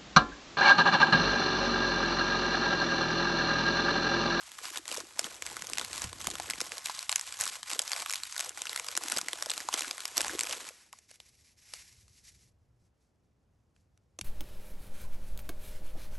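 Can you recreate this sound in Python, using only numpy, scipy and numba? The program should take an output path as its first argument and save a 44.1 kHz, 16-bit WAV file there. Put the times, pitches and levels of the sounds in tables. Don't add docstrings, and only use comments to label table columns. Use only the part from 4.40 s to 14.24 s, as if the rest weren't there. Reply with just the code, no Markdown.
import sys
import numpy as np
from scipy import signal
from scipy.fft import rfft, irfft, next_fast_len
from scipy.io import wavfile
from scipy.ndimage import uniform_filter1d
from numba import njit

SR = 44100
rng = np.random.default_rng(int(sys.argv[2]) if len(sys.argv) > 2 else 0)


def dump(signal):
    limited = np.clip(np.atleast_2d(signal).T, -1, 1)
    pcm = np.round(limited * 32767).astype(np.int16)
    wavfile.write(sys.argv[1], SR, pcm)


N = 433944

# (frequency [Hz], gain [dB])
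HISS_EQ = [(100, -15.5), (200, 1), (450, -4.5), (900, -11.5), (3000, -24), (11500, -43), (12500, -46.5)]
# (frequency [Hz], gain [dB])
RUMBLE_EQ = [(25, -22.5), (49, -3), (65, 1.5), (118, -2.5), (198, -14.5), (320, -48)]
# (time [s], level [dB])
RUMBLE_LEVELS = [(0, -78), (.57, -74), (1.38, -64), (1.9, -58), (2.42, -76.5), (3.2, -73), (4, -77),
                 (4.92, -74), (5.72, -76), (5.87, -66), (6.29, -81), (7.56, -68), (8.45, -67.5),
                 (8.55, -74.5), (9.84, -70)]
# (time [s], level [dB])
ARM_BUMPS = [(1.647, -43.5), (1.876, -57), (8.421, -65), (9.818, -47.5)]
# (frequency [Hz], decay by 60 dB [s])
TABLE_MODES = [(80, .45), (113, .3), (175, .12)]
# (start [s], length [s], start level [dB], end level [dB])
BISCUIT_SLIDES = [(6.33, 0.16, -62.5, -68.5), (6.53, 0.14, -61.5, -75), (6.7, 0.058, -59, -65.5),
                  (6.81, 0.081, -64.5, -65), (6.93, 0.19, -69, -66), (7.18, 0.145, -66.5, -56.5),
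                  (7.35, 0.36, -53.5, -72), (7.73, 0.06, -69.5, -60.5), (7.85, 0.041, -58, -57.5),
                  (7.92, 0.16, -66.5, -70.5), (8.4, 0.069, -84, -80), (8.61, 0.059, -79, -84),
                  (9.36, 0.058, -82, -83)]
# (frequency [Hz], gain [dB])
GRIT_EQ = [(1400, -8), (2100, 0), (3200, -7), (5600, 0), (8600, -6), (11300, -4), (12500, -33)]
# (time [s], level [dB], pitch [Hz])
BISCUIT_KNOCKS = [(6.535, -39, 1073), (9.791, -47.5, 605), (9.795, -47, 286), (9.8125, -42, 830)]
# (time [s], level [dB], ring [Hz])
BISCUIT_TICKS = [(6.529, -32.5, 6960), (6.588, -41, 6100), (6.696, -50, 4000), (6.707, -45, 6000),
                 (6.713, -39, 4930), (6.7417, -46, 6400), (6.802, -36, 3260), (7.337, -24.5, 5640),
                 (7.681, -48, 7880), (9.3637, -56, 2890), (9.5757, -55, 5040), (9.7898, -24.5, 6100),
                 (9.8124, -23, 3300)]
# (time [s], cutoff [Hz])
LOW_CUT = [(0, 653), (.5, 280), (1, 176), (2.3, 149), (2.45, 710), (3.25, 680), (3.33, 295), (3.6, 486),
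           (3.92, 1000), (4, 346), (4.5, 490), (4.62, 188), (4.85, 142), (4.95, 304), (5.75, 350),
           (5.85, 229), (6.5, 254), (6.95, 1340), (7.4, 750), (7.72, 1730)]
# (time [s], level [dB])
FILM_HOLD = [(0, -52.5), (.7, -55.5), (2.4, -53.5), (4.13, -53.5), (5.7, -48.5), (6.25, -54.5), (6.48, -64)]
# (start [s], length [s], start level [dB], end level [dB])
FILM_PULLS = [(.15, 0.035, -69, -47), (.24, 0.037, -38, -40), (.33, 0.038, -49, -38),
              (.49, 0.11, -41, -41.5), (.79, 0.18, -44, -51), (1.06, 0.35, -45, -49.5),
              (1.35, 0.32, -45, -42.5), (1.8, .14, -47, -44), (1.98, 0.41, -45.5, -45),
              (2.45, 0.19, -40, -43), (2.69, 0.26, -45.5, -46), (3.0, 0.16, -36, -46),
              (3.29, 0.066, -38, -42.5), (3.39, 0.22, -45, -37.5), (3.66, 0.12, -46.5, -43),
              (3.85, 0.21, -45.5, -43), (4.18, 0.21, -46, -44), (4.44, 0.081, -44.5, -42.5),
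              (4.62, 0.16, -43, -37.5), (4.82, 0.39, -54.5, -43.5), (5.33, 0.15, -37, -42),
              (5.77, 0.28, -36.5, -48.5), (5.98, 0.16, -44.5, -43), (6.15, 0.16, -45, -50)]
# (time [s], level [dB], pitch [Hz])
FILM_POPS = [(.518, -38, 510), (.582, -33.5, 473), (.794, -29, 610), (1.885, -32, 854), (2.0, -26, 870),
             (2.4976, -25.5, 1020), (3.362, -43.5, 440), (4.723, -28, 1350), (4.773, -31.5, 646),
             (4.789, -25, 1240), (4.933, -32.5, 980), (5.068, -35.5, 585), (5.2885, -21, 1116),
             (5.80, -35, 500), (5.952, -30.5, 505)]
# (time [s], level [dB], ring [Hz])
CREASE_SNAPS = [(0.118, -31, 3000), (0.1885, -30, 1200), (0.3045, -25, 6000), (0.3737, -21.0, 3960),
                (0.4555, -29, 2000), (0.48, -22.0, 7270), (0.5155, -22.0, 3080), (0.526, -27, 2800),
                (0.5445, -24, 7000), (0.5733, -22.0, 6220), (0.6035, -25, 5640), (0.7934, -10.5, 4800),
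                (0.8437, -18.5, 3080), (1.0232, -21, 3060), (1.0653, -18.5, 6470), (1.168, -22.0, 1310),
                (1.2224, -23, 6160), (1.2702, -23.5, 5210), (1.2993, -22.5, 6070), (1.3342, -16.5, 8170),
                (1.3738, -23.0, 1410), (1.3837, -14.0, 2170), (1.3964, -19.5, 3330), (1.4135, -22.0, 1410),
                (1.4483, -21.0, 4550), (1.5311, -20.0, 2640), (1.5796, -21.5, 1160), (1.6198, -21.5, 6730),
                (1.6414, -22.5, 2010), (1.7301, -26, 1030), (1.8139, -23.5, 3570), (1.845, -24, 2900),
                (1.871, -15.0, 6990), (1.9028, -23.5, 7410), (1.913, -24, 3700), (1.9548, -24, 1380),
                (1.9999, -21.0, 4000), (2.101, -18.0, 2240), (2.1083, -19.5, 5120), (2.1358, -22.5, 2170),
                (2.2049, -16.5, 2260), (2.2141, -16.0, 5530), (2.3199, -21.0, 2740), (2.3816, -24, 4260),
                (2.4585, -15.0, 3460), (2.4976, -25, 4000), (2.5916, -21.5, 4210), (2.6283, -22.0, 6220),
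                (2.6946, -14.0, 3080), (2.7173, -16.0, 7560), (2.7268, -11.5, 4000), (2.7594, -9.5, 6470),
                (2.7957, -18.5, 5320), (2.812, -21.5, 7560), (2.9249, -21.0, 2260), (3.0108, -12.0, 7560),
                (3.0186, -22.0, 1860), (3.0377, -18.5, 7560), (3.0554, -18.5, 7560), (3.0668, -22.0, 1260),
                (3.0773, -19.0, 5120), (3.2307, -21.0, 3330), (3.3027, -19.0, 2640), (3.3149, -21, 2090),
                (3.3333, -17.5, 2960), (3.3929, -10.0, 5980), (3.4186, -20.5, 7270), (3.4785, -22, 5860),
                (3.5181, -17.5, 1860), (3.5329, -13.0, 4550), (3.5638, -22.5, 2170), (3.6222, -22.0, 2170),
                (3.6615, -20.0, 1210), (3.6974, -20.5, 5750), (3.7075, -20.0, 2090), (3.7138, -18.5, 6730),
                (3.7263, -21.0, 5980), (3.7366, -16.5, 2090), (3.7443, -20.5, 6220), (3.7574, -16.5, 4050),
                (3.835, -17.0, 4050), (3.9252, -24, 6200), (3.9647, -23.0, 1360), (3.9795, -18.5, 4210),
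                (3.9946, -18.0, 5980), (4.0031, -18, 5860), (4.008, -17.5, 2740), (4.0464, -25, 6550),
                (4.0933, -21.0, 7560), (4.1751, -24, 1940), (4.2193, -18, 7270), (4.2555, -26, 1500),
                (4.2698, -23, 3000), (4.2949, -22.0, 3890), (4.3307, -23, 2070), (4.3615, -18, 3000),
                (4.3762, -22.0, 2090), (4.3978, -18.0, 2260), (4.4863, -20.5, 4550), (4.5529, -20.5, 2170),
                (4.5674, -18.5, 6220), (4.5755, -11.5, 6990), (4.6369, -21.5, 5980), (4.6843, -21, 8270),
                (4.7, -20.5, 7860), (4.718, -20, 2500), (4.7213, -13.0, 5000), (4.7647, -21.5, 5320),
                (4.7728, -16.0, 5320), (4.7847, -15.5, 7860), (4.788, -20, 3500), (4.8145, -18.0, 6990),
                (4.885, -17.0, 2010), (4.9322, -18.5, 3210), (5.025, -16.5, 5120), (5.0605, -21.0, 5980),
                (5.0986, -19, 4050), (5.1037, -18.0, 7860), (5.1161, -19.5, 3890), (5.1373, -24, 4440),
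                (5.1784, -21.0, 4050), (5.2044, -24, 1850), (5.288, -22, 6500), (5.3285, -21.0, 3080),
                (5.338, -21, 3000), (5.341, -9.5, 3300), (5.3938, -17.0, 5120), (5.4082, -17.0, 3890),
                (5.4215, -18, 3000), (5.5112, -18.0, 4730), (5.5808, -22.5, 2020), (5.605, -25, 4650),
                (5.6546, -17.5, 5320), (5.6795, -26, 5680), (5.7709, -16.5, 4050), (5.7792, -8.5, 6220),
                (5.8074, -16.0, 2010), (5.8161, -15.0, 6990), (5.8466, -22.5, 850), (5.8818, -19.5, 6730),
                (5.8958, -22.0, 1650), (5.9925, -14.5, 8100), (6.0005, -21.0, 5980), (6.0093, -12.5, 8170),
                (6.0345, -18.0, 6220), (6.071, -25, 1300), (6.0955, -24, 6000), (6.111, -23, 3000),
                (6.1267, -19, 5000), (6.131, -22, 3050), (6.2896, -25, 2200)]
# (frequency [Hz], gain [dB])
FILM_EQ = [(150, 0), (500, -4), (1100, 2.5), (1700, 0.5), (5000, 0), (8000, 0.5), (11600, -3),
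           (12600, -69.5)]
# (frequency [Hz], phase lag of left behind right [turns])
PHASE_TWIST = [(8600, 0), (9050, .44), (10050, .56), (10500, .86), (11700, .9), (12000, 1.2), (12300, 1.5)]

TOP_HZ = 12500
GRAIN = 1024


def undb(db):
    return 10 ** (np.asarray(db) / 20)


def unit(x):
    return x / np.sqrt(np.mean(x ** 2, axis=-1, keepdims=True))


def curve(rows, outside=None):
    return np.interp(np.arange(N) / SR, *np.transpose(rows), left=outside, right=outside)


def colour(x, eq):
    size = next_fast_len(N)
    hz, db = np.transpose(eq)
    gain = undb(np.interp(np.log(np.fft.rfftfreq(size, 1 / SR) + 1), np.log(hz), db))
    return irfft(rfft(x, size) * gain, size)[..., :N]


@njit
def highpass(x, hz):
    y, band_state, low_state = np.empty(len(x)), 0., 0.
    for i in range(len(x)):
        g = np.tan(np.pi * hz[i] / SR)
        band = (band_state + g * (x[i] - low_state)) / (1 + g * (g + 1.2))
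        y[i] = x[i] - 1.2 * band - low_state - g * band
        band_state, low_state = 2 * band - band_state, low_state + 2 * g * band
    return y


def thinned(x, bleed_db):
    hz = curve(LOW_CUT)
    thin = np.array([highpass(highpass(highpass(ear, hz), hz), hz) for ear in x])
    return thin + undb(bleed_db) * x


def wander(rate_hz):
    step = int(SR / rate_hz)
    return uniform_filter1d(np.repeat(rng.standard_normal(N // step + 1), step), step)[:N]


def specks(spread_db, size=32):
    return undb(spread_db * np.repeat(rng.exponential(size=N // size + 1), size)[:N])


def stereo_noise(side_db):
    mid, side = rng.standard_normal((2, N))
    return mid + undb(side_db) * side * np.array([[1], [-1]])


def gestures(rows, rise_db_s, fall_db_s):
    t = np.arange(0, N / SR + .002, .001)
    start, length, first_db, last_db = np.transpose(rows)[..., None]
    db = first_db + (last_db - first_db) * np.clip((t - start) / length, 0, 1)
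    db -= rise_db_s * np.maximum(start - t, 0) + fall_db_s * np.maximum(t - start - length, 0)
    return np.interp(np.arange(N) / SR, t, np.sqrt(np.sum(undb(db) ** 2, axis=0)))


def pops(rows, rise_cycles=1.2):
    when, level_db, hz = np.transpose(rows)[..., None]
    cycles = np.arange(GRAIN) / SR * hz * undb(0.66 * rng.standard_normal(when.shape))
    swell = (cycles / rise_cycles * np.exp(1 - cycles / rise_cycles)) ** 2
    ring = undb(level_db) * swell * np.sin(2 * np.pi * cycles)
    place = ((when - rise_cycles / hz) * SR).astype(int) + np.arange(GRAIN)
    return np.bincount(place.ravel(), ring.ravel(), N + GRAIN)[:N]


def bursts(rows, rise_ms, fall_ms, ring_db, body_db, body_ms, side_db=-16):
    when, level_db, ring_hz = np.transpose(rows)[..., None]
    lead = GRAIN // 4
    ms = (np.arange(GRAIN) - lead) / SR * 1000
    hz = np.fft.rfftfreq(GRAIN, 1 / SR) + 1
    mid, side, body, traits = rng.standard_normal((len(when), 4, GRAIN)).swapaxes(0, 1)
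    stretch, brightness, weight = traits.T[:3, :, None]
    width_ms = np.where(ms < 0, rise_ms, fall_ms) * undb(1.5 * stretch)
    envelope = np.exp(-(np.abs(ms) / width_ms) ** 1.5)
    breadth = (3000 / ring_hz) ** .5
    ring = 1 + undb(ring_db) * breadth * np.exp(-(np.log(hz / ring_hz) / 0.14) ** 2)
    tilt = (hz / 3000) ** (0.14 * brightness + 0.27 * np.log(ring_hz / 2500))
    tone = ring * tilt * (hz < TOP_HZ) / (1 + (650 / hz) ** 2)
    mid, side = (irfft(rfft(noise * envelope) * tone) for noise in (mid, side))
    peak = np.abs(mid).max(axis=1, keepdims=True)

    body = body * np.maximum(ms, 0) * np.exp(-np.abs(ms) / body_ms)
    body_hz = 600 * undb(6.2 * brightness)
    body = irfft(rfft(body) * np.exp(-(np.log(hz / body_hz) / 0.66) ** 2))
    body *= undb(body_db + 4.1 * weight) * breadth / np.abs(body).max(axis=1, keepdims=True)

    place = ((when * SR).astype(int) + np.arange(GRAIN)).ravel()
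    ears = []
    for spread in (undb(side_db), -undb(side_db)):
        grains = undb(level_db) * (body * (1 + spread * stretch) + (mid + spread * side) / peak)
        ears.append(np.bincount(place, grains.ravel(), N + GRAIN)[lead:lead + N])
    return np.array(ears)


def room():
    rumble = unit(colour(stereo_noise(side_db=-19), RUMBLE_EQ))
    rumble *= undb(curve(RUMBLE_LEVELS) + 2.0 * wander(7.4))
    hiss = unit(colour(stereo_noise(side_db=-6), HISS_EQ)) * undb(-78)
    return rumble + hiss


def reflections(x, t60_s, wet_db):
    t = np.arange(int(t60_s * SR)) / SR
    tail = rng.standard_normal((2, SR))[:, :len(t)] * 1000 ** (-t / t60_s) * (t > .002)
    tail = tail[0] + 0.16 * tail
    tail /= np.sqrt(np.sum(tail ** 2, axis=1, keepdims=True))
    return x + undb(wet_db) * signal.fftconvolve(x, tail, axes=1)[:, :N]


def table_bumps():
    when, level_db = np.transpose(ARM_BUMPS)
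    blows = np.bincount((when * SR).astype(int), undb(level_db), N)
    t = np.arange(SR // 2) / SR
    boom = sum(np.sin(2 * np.pi * hz * t) * 1000 ** (-t / t60) for hz, t60 in TABLE_MODES)
    return signal.fftconvolve(blows, boom)[:N]


def biscuits():
    slide = gestures(BISCUIT_SLIDES, rise_db_s=600, fall_db_s=450)
    slide = np.hypot(slide, undb(-91.5))
    crumbs = specks(1.5) * undb(2.1 * wander(70))
    grit = unit(colour(stereo_noise(side_db=-34) * crumbs, GRIT_EQ)) * slide
    ticks = bursts(BISCUIT_TICKS, rise_ms=0.65, fall_ms=2.0, ring_db=2.5, body_db=-50, body_ms=0.7)
    ticks = colour(ticks, [(500, 9.5), (1400, 2.0), (11300, -0.5), (12500, -51)])
    return thinned(grit, bleed_db=-10.5) + pops(BISCUIT_KNOCKS) + ticks


def wrapper(small_creases=1800):
    snaps = bursts(CREASE_SNAPS, rise_ms=0.6, fall_ms=0.95, ring_db=3, body_db=-22, body_ms=1.4)
    pull = gestures(FILM_PULLS, rise_db_s=603, fall_db_s=399.5)
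    hold = undb(curve(FILM_HOLD, outside=-200))
    grip_db = 20 * np.log10(np.hypot(pull, hold))

    position, chance, pitch, _ = rng.random((small_creases, 4)).T
    when = position * CREASE_SNAPS[-1][0]
    accent_db = 1.5 + np.minimum(-5.5 * np.log(chance + 1e-9), 11)
    level_db = grip_db[(when * SR).astype(int)] + accent_db
    creases = np.transpose([when, level_db, 1500 * 6 ** pitch])
    swarm = bursts(creases, rise_ms=0.49, fall_ms=0.9, ring_db=0.5, body_db=-14.5, body_ms=1.27)

    rustle = stereo_noise(side_db=-25.5)
    pull_flutter = pull * undb(-6.5 + 4.9 * wander(120)) * specks(2.16)
    hold_flutter = hold * undb(0.5 + 2.0 * wander(34))
    rustle *= np.hypot(pull_flutter, hold_flutter)
    pockets = pops(np.transpose([when + .03, level_db - 9.5, 300 * 2.1 ** pitch])[::8])
    crackle = colour(snaps + swarm + rustle + pockets, FILM_EQ)
    return thinned(crackle, bleed_db=-16.5) + pops(FILM_POPS)


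def scene():
    return reflections(wrapper() + biscuits(), t60_s=.07, wet_db=-17) + table_bumps() + room()


def record(dry):
    size = next_fast_len(N)
    lag = np.pi * np.interp(np.fft.rfftfreq(size, 1 / SR), *np.transpose(PHASE_TWIST))
    twisted = irfft(rfft(dry, size) * np.exp(1j * np.array([-lag, lag])), size)[:, :N]
    return signal.sosfilt(signal.ellip(8, .2, 70, TOP_HZ, fs=SR, output="sos"), twisted)


dry = scene()
out = record(dry)
dump(out)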